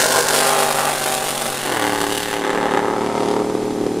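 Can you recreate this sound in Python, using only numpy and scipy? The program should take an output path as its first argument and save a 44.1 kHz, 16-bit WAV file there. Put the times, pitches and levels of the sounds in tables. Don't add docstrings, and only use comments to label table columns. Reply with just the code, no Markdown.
import sys
import numpy as np
from scipy import signal
from scipy.fft import rfft, irfft, next_fast_len
from scipy.io import wavfile
from scipy.ndimage import uniform_filter1d, minimum_filter1d, map_coordinates

SR = 44100
rng = np.random.default_rng(int(sys.argv[2]) if len(sys.argv) > 2 else 0)


def digitize_waveform(pressure):
    field = np.atleast_2d(pressure).T
    bounded = np.clip(field, -1, 1)
    quanta = np.round(bounded * 32767).astype(np.int16)
    wavfile.write(sys.argv[1], SR, quanta)


N = 176400
T = np.arange(N) / SR
FFT_SIZE = next_fast_len(N + SR)
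HZ = np.fft.rfftfreq(FFT_SIZE, 1 / SR)


def amp(db):
    return 10 ** (np.asarray(db) / 20)

def unit(x):
    return x / np.sqrt(np.mean(x ** 2) + 1e-20)

def over_pitch(points, hz=HZ):
    freqs, values = np.transpose(points)
    return np.interp(np.log(hz + 1), np.log(freqs + 1), values)

def over_time(points):
    return np.interp(T, *np.transpose(points))

def ramp(t, at_s, length_s):
    return np.clip((t - at_s) / length_s + .5, 0, 1)

def wobble(per_s):
    return map_coordinates(rng.standard_normal(int(T[-1] * per_s) + 4), [T * per_s])

def filtered(x, response):
    return irfft(rfft(x, FFT_SIZE) * response, FFT_SIZE)[..., :N]

def below(hz, order=8):
    return 1 / (1 + (HZ / hz) ** order)

def tone_filter(colour):
    gain = np.maximum(amp(over_pitch(colour)), .0004)
    cepstrum = irfft(np.log(gain), FFT_SIZE)
    cepstrum[1:FFT_SIZE // 2] *= 2
    cepstrum[FFT_SIZE // 2 + 1:] = 0
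    return np.exp(rfft(cepstrum))

def pulses(times, sizes):
    at = times[:, None] * SR
    taps = np.floor(at).astype(int) + np.arange(-7, 9)
    clicks = sizes[:, None] * np.sinc(taps - at) * np.sinc((taps - at) / 8)
    inside = (taps >= 0) & (taps < N)
    return np.bincount(taps[inside], clicks[inside], N)

def trail(train, decay_s):
    return np.abs(signal.lfilter([1], [1, -np.exp(-1 / (decay_s * SR))], train))

def steady_noise(colour, db):
    return amp(db) * unit(filtered(rng.standard_normal(N), amp(over_pitch(colour))))


# (frequency [Hz], relative level [dB])
HISS_COLOUR = [(1500, -42), (4000, -6), (9000, 2), (12000, -4), (14000, -35)]

def microphone_hiss():
    return steady_noise(HISS_COLOUR, db=-47.5)


# (frequency [Hz], relative level [dB])
AIR_COLOUR = [(10, 1), (30, -6.5), (70, -6), (130, -4.5), (300, 3.5), (1000, -56)]

def air():
    return steady_noise(AIR_COLOUR, db=-39)


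# (frequency [Hz], relative level [dB])
SPRAY_COLOUR = [(880, -50), (1500, 19), (3250, 11), (4310, 12), (4800, 10), (8540, 8.5), (13000, 0),
                (15500, -73)]

def spray():
    return steady_noise(SPRAY_COLOUR, db=-39.5)


# (frequency [Hz], gain of the scrambled copy [dB])
STEREO_WIDTH = [(100, -31), (600, -30.5), (1300, -46.5), (2000, -50), (4000, -54.5), (9500, -7.5),
                (13000, -23)]

def stereo_spread(centre):
    slices = signal.stft(centre, nperseg=256)[2]
    scrambled = slices * np.exp(2j * np.pi * rng.random(slices.shape))
    diffuse = signal.istft(scrambled, nperseg=256)[1][:N]
    return filtered(diffuse, amp(over_pitch(STEREO_WIDTH)))


# (frequency [Hz], time to fade by 60 dB [s])
SHORE_DECAY = [(150, 0.26), (1000, 0.32), (10000, 0.15)]

def add_shore_echo(x, echo_db=-12.5):
    echo = np.zeros(N)
    moments = np.linspace(0, T[-1], 9)
    for weights in np.eye(len(moments)):
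        hz, t, noise = signal.stft(rng.standard_normal(SR // 2), SR, nperseg=256)
        fade = amp(-60 * t / over_pitch(SHORE_DECAY, hz)[:, None])
        tail = signal.istft(noise * fade, SR, nperseg=256)[1]
        share = np.sqrt(np.interp(T, moments, weights))
        echo += signal.fftconvolve(x * share, tail / np.linalg.norm(tail))[:N]
    return x + amp(echo_db) * echo


# (time [s], first delay [ms], second delay [ms])
CLOSE_DELAYS = [(0, 1.41, 1.5), (.3, 1.44, 1.53), (.7, 1.62, 1.7), (.95, 1.52, 1.62), (1.2, 1.15, 1.38),
                (1.45, .8, 1.25), (1.8, .64, 1.2), (2.3, .66, 1.25), (4, .58, 1.1)]

def add_close_echoes(x):
    treble = filtered(x, 1 - below(hz=1120))
    times, *delays = np.transpose(CLOSE_DELAYS)
    for gain, delay_ms in zip((0.15, -0.093), delays):
        earlier_s = T - np.interp(T, times, delay_ms) / 1000
        x = x + gain * map_coordinates(treble, [earlier_s * SR], order=5)
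    return x


# (time [s], relative level [dB])
THROB_LEVEL = [(0.0, -27), (0.92, -24.5), (1.0, -28.5), (2.06, -28), (2.51, -37), (2.57, -26),
               (3.98, -29.5), (4.0, -37)]

def throb(cycles, gain_db=-14.5):
    tone = unit(-np.sin(2 * np.pi * 3 * cycles))
    return amp(over_time(THROB_LEVEL) + gain_db) * tone


# (start [s], end [s], pitch [swings per engine cycle], level [dB], roughness [0 = smooth])
HOWL_TONES = [(0.42, 0.897, 16, -37.5, 0.8), (0.907, 1.26, 16, -37.5, 0.8), (1.636, 2.154, 8, -44.5, 0),
              (1.777, 2.15, 11, -44, .5), (2.55, 3.065, 23, -45, 1.2), (2.614, 3.103, 10, -41, 0.4),
              (3.186, 4.1, 11, -34.5, .45)]

def howls(cycles, fade_s=.1, waver_db=3.5):
    out = np.zeros(N)
    for start, end, harmonic, db, roughness in HOWL_TONES:
        fade = ramp(T, start, fade_s) * (1 - ramp(T, end, fade_s))
        phase = 2 * np.pi * harmonic * cycles + roughness * wobble(per_s=55)
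        level = amp(db + roughness * waver_db * wobble(per_s=55))
        out += fade * level * unit(np.cos(phase))
    return out


STRETCH_BORDERS = [0.372, 1.6, 2.38, 2.98]

def stretch_shares(blend_s=0.18):
    begun = [ramp(T, border, blend_s) for border in STRETCH_BORDERS]
    return -np.diff([np.ones(N), *begun, np.zeros(N)], axis=0)


GAS_LEVELS = [2, -1.5, -3.5, -3.5, -2.5]

def swirling_gas(train, shares):
    puffs = trail(train, decay_s=0.0053) * rng.standard_normal(N)
    gas = unit(filtered(puffs, 1 - below(hz=314, order=4)))
    return (amp(GAS_LEVELS) @ shares) * gas


FIZZ_LEVELS = [18, 9, 1, 0.5, 1.5]

def crackle(times, sizes, train, shares, sparks_per_s=700):
    scatter = amp(db=2 * rng.standard_normal(len(times)))
    fronts = pulses(times, sizes ** 1.5 * scatter)
    jet = trail(train, decay_s=0.0062)
    sparks = jet * (rng.random(N) < sparks_per_s / SR) * rng.exponential(size=N)
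    fizz = unit(jet * rng.standard_normal(N)) + amp(db=-3) * unit(sparks)
    return unit(fronts) + (amp(FIZZ_LEVELS) @ shares) * fizz


# (frequency [Hz], width [Hz], then a strength for each stretch [dB])
PIPE_NOTES = [(460, 23, -14, -7, -8, -17, -15), (842, 61, -20, -15, -10, -30, -22),
              (830, 54, -9, -30, -30, -1, -31)]

def pipe_ringing(stretch):
    return 1 + sum(amp(db[stretch]) * 1j * HZ * width / (note ** 2 - HZ ** 2 + 1j * HZ * width)
                   for note, width, *db in PIPE_NOTES)


# (time [s], speed [cycles per second])
ENGINE_SPEED = [(0.0, 47.89), (0.2, 49.97), (0.36, 48.98), (0.5, 50.17), (0.7, 49.05), (0.9, 48.63),
                (1.05, 48.15), (1.18, 48.14), (1.35, 46.05), (1.55, 46.08), (1.7, 46.84), (1.8, 37.24),
                (2.07, 36.29), (2.22, 37.54), (2.42, 36.09), (2.56, 37.18), (2.75, 36.7), (3.05, 37.19),
                (3.4, 37.58), (3.58, 38.66), (3.82, 37.75), (4.0, 38.16)]

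def engine_cycles(start_cycle=.222):
    return start_cycle + np.cumsum(over_time(ENGINE_SPEED)) / SR


FIRING_PLACES = [(.002, .002), (.246, .289), (.373, .381), (.627, .645), (.13, .174), (.53, .577),
                 (.78, .834), (.9, .958)]
# (relative level at full revs [dB], relative level at low revs [dB])
FIRING_LEVELS = [(3, 4.5), (0, 3.5), (-0.5, 4.5), (-2, 0), (-9.5, -13), (-15.5, -6), (-28.5, -11.5),
                 (-18.5, -8.5)]
# (time [s], extra level [dB])
ACCENTS = [(1.06, 6), (1.421, 5), (1.464, 4), (1.66, 6), (1.722, 6), (1.768, 2.5), (1.852, 0.5),
           (2.125, 2.5), (2.548, 1), (2.576, 3.5), (2.63, 3.5), (2.711, 2), (2.738, 5.5), (2.749, 4),
           (2.774, 5.5), (2.793, 4.5), (2.801, -3), (2.883, 3), (3.207, 2.5), (3.231, 1.5), (3.287, 2.5),
           (3.312, 1), (3.34, 2.5), (3.367, 5.5), (3.401, 7), (3.5, 5), (3.552, 5.5), (3.629, 4),
           (3.681, 1), (3.708, 2.5), (3.813, 4), (3.867, 8), (3.946, 2), (3.971, 2.5)]

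def firings(cycles, misfire_chance=.025, misfire_db=-8):
    cycle = np.arange(int(cycles[-1]) + 1)[:, None]
    slowed = ramp(np.interp(cycle, cycles, T), at_s=1.75, length_s=.1)
    fast_place, slow_place = np.transpose(FIRING_PLACES)
    fast_db, slow_db = np.transpose(FIRING_LEVELS)
    places = cycle + (1 - slowed) * fast_place + slowed * slow_place
    times = np.interp(places, cycles, T, left=-1, right=-1)
    db = 1.2 * rng.standard_normal(times.shape)
    db += .6 * rng.standard_normal(cycle.shape)
    db += misfire_db * (rng.random(times.shape) < misfire_chance)
    for at_s, extra_db in ACCENTS:
        nearness = np.exp(-((times - at_s) / .004) ** 2)
        db += nearness * (extra_db - db)
    db += (1 - slowed) * fast_db + slowed * slow_db
    ragged = np.exp(-((times - 1.5) / .2) ** 2)
    jitter_s = (.00009 + .00016 * ragged) * rng.standard_normal(times.shape)
    return (times + jitter_s).ravel(), amp(db).ravel()


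# (frequency [Hz], relative level [dB])
ALONGSIDE_COLOUR = [(41, -52), (70, -24), (112, -9), (144, -37), (176, -21), (241, -14.5), (361, -12.5),
                    (386, -15), (494, -6), (565, -11.5), (618, -4), (723, -6), (1060, 0), (1240, -13),
                    (1480, 1.5), (2380, -13), (3050, -15.5), (9150, -16), (15000, -28.5)]
PASSING_COLOUR = [(41, -60), (70, -26), (112, -31), (126, -27.5), (144, -30), (210, -10), (246, -14),
                  (315, -15.5), (386, -13), (422, -11.5), (791, -5.5), (947, -11.5), (1060, -8.5),
                  (2220, -17.5), (2720, -16.5), (5970, -23.5), (9360, -19), (15000, -32)]
REV_DROP_COLOUR = [(41, -50), (70, -20), (112, -24.5), (150, -16), (164, -8), (188, -9), (258, -13.5),
                   (288, -1.5), (337, -10), (403, -7.5), (472, -10), (517, -5), (553, -11.5), (791, -6.5),
                   (1210, -11), (1330, -15), (1780, -7.5), (2430, -18.5), (2910, -17.5), (3800, -20.5),
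                   (5500, -27), (9360, -24), (15000, -36)]
LEAVING_COLOUR = [(41, -55), (70, -31), (112, -18), (148, -5), (185, -6), (296, -1.5), (407, -3), (540, -1),
                  (630, -6), (740, -4), (866, 0), (969, -1.5), (1260, -6.5), (1450, -15), (1740, -11.5),
                  (2490, -21.5), (2910, -22), (3730, -24), (4170, -29), (4560, -34), (8750, -34.5),
                  (15000, -51)]
DISTANT_COLOUR = [(41, -53), (70, -32), (112, -16.5), (150, -6), (185, -4), (230, 0.5), (296, -2.5),
                  (345, -0.5), (413, -3.5), (530, -6), (605, -11.5), (780, -10.5), (969, -11), (1060, -16),
                  (1280, -16.5), (1620, -30), (1860, -23.5), (2910, -24), (3260, -20), (6110, -26.5),
                  (10500, -31.5), (15000, -66)]
# (time [s], relative level [dB])
BASS_LEVEL = [(0.0, -23.5), (0.11, -25.5), (0.17, -23), (0.24, -27.5), (0.38, -24.5), (0.81, -30),
              (1.61, -32), (1.66, -26.5), (1.89, -25), (2.23, -32), (2.58, -23), (3.41, -22.5),
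              (3.43, -24.5), (4.0, -23.5)]
MIDDLE_LEVEL = [(0, -20), (.09, -25), (.16, -17.5), (.24, -23.5), (.3, -21.5), (.48, -18.5), (.65, -18.5),
                (.78, -21.5), (.88, -17.5), (.95, -25.5), (1.3, -27.5), (1.58, -30), (1.72, -22.5),
                (1.94, -22), (2.23, -29), (2.55, -24), (2.64, -20.5), (2.77, -22.5), (3.38, -24),
                (3.47, -28.5), (4, -33.5)]
UPPER_MIDDLE_LEVEL = [(0.0, -21.5), (0.09, -30.5), (0.15, -31.5), (0.22, -30.5), (0.37, -26.5),
                      (1.37, -34.5), (1.59, -33.5), (1.86, -27.5), (2.15, -38), (2.38, -28.5), (2.41, -42),
                      (2.42, -27), (2.74, -31), (2.75, -29.5), (2.84, -33), (3.4, -40.5), (3.41, -44),
                      (4.0, -57)]
TREBLE_LEVEL = [(0.0, -14.5), (0.09, -22.5), (0.15, -19), (0.25, -23.5), (0.3, -23), (0.39, -19.5),
                (0.42, -25.5), (0.47, -18), (0.54, -24.5), (0.61, -20.5), (0.71, -24), (2.03, -29),
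                (2.14, -26.5), (2.43, -32.5), (2.8, -38.5), (2.87, -42), (3.31, -37.5), (3.42, -46),
                (4.0, -48.5)]

def exhaust(cycles):
    times, sizes = firings(cycles)
    train = pulses(times, sizes)
    shares = stretch_shares()
    roar = add_shore_echo(unit(train) + swirling_gas(train, shares))
    shocks = add_shore_echo(crackle(times, sizes, train, shares))
    band_edges = [np.zeros_like(HZ), below(hz=600), below(hz=1400), below(hz=2400), np.ones_like(HZ)]
    spectra = rfft([roar, roar, roar, shocks], FFT_SIZE) * np.diff(band_edges, axis=0)
    levels = amp([over_time(BASS_LEVEL) + 2, over_time(MIDDLE_LEVEL) - 2.37,
                  over_time(UPPER_MIDDLE_LEVEL) + 0.27, over_time(TREBLE_LEVEL) + 0.7])
    colours = ALONGSIDE_COLOUR, PASSING_COLOUR, REV_DROP_COLOUR, LEAVING_COLOUR, DISTANT_COLOUR
    out = np.zeros(N)
    for stretch, (colour, share) in enumerate(zip(colours, shares)):
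        bands = irfft(spectra * tone_filter(colour) * pipe_ringing(stretch), FFT_SIZE)[:, :N]
        rms = np.sqrt(np.average(bands ** 2, axis=1, weights=share))[:, None]
        out += share * (levels * bands / rms).sum(axis=0)
    return out


def scene():
    cycles = engine_cycles()
    engine = add_close_echoes(exhaust(cycles)) + throb(cycles) + howls(cycles)
    centre = engine + spray() + air()
    side = stereo_spread(centre) + microphone_hiss()
    return np.array([centre + side, centre - side])

def record(dry):
    ceiling, span_s, top_hz = .92, .002, 15600
    span = int(span_s * SR)
    needed_gain = ceiling / np.maximum(np.abs(dry).max(axis=0), ceiling)
    smooth_gain = uniform_filter1d(minimum_filter1d(needed_gain, span), span)
    return filtered(dry * smooth_gain, HZ < top_hz)


dry = scene()
out = record(dry)
digitize_waveform(out)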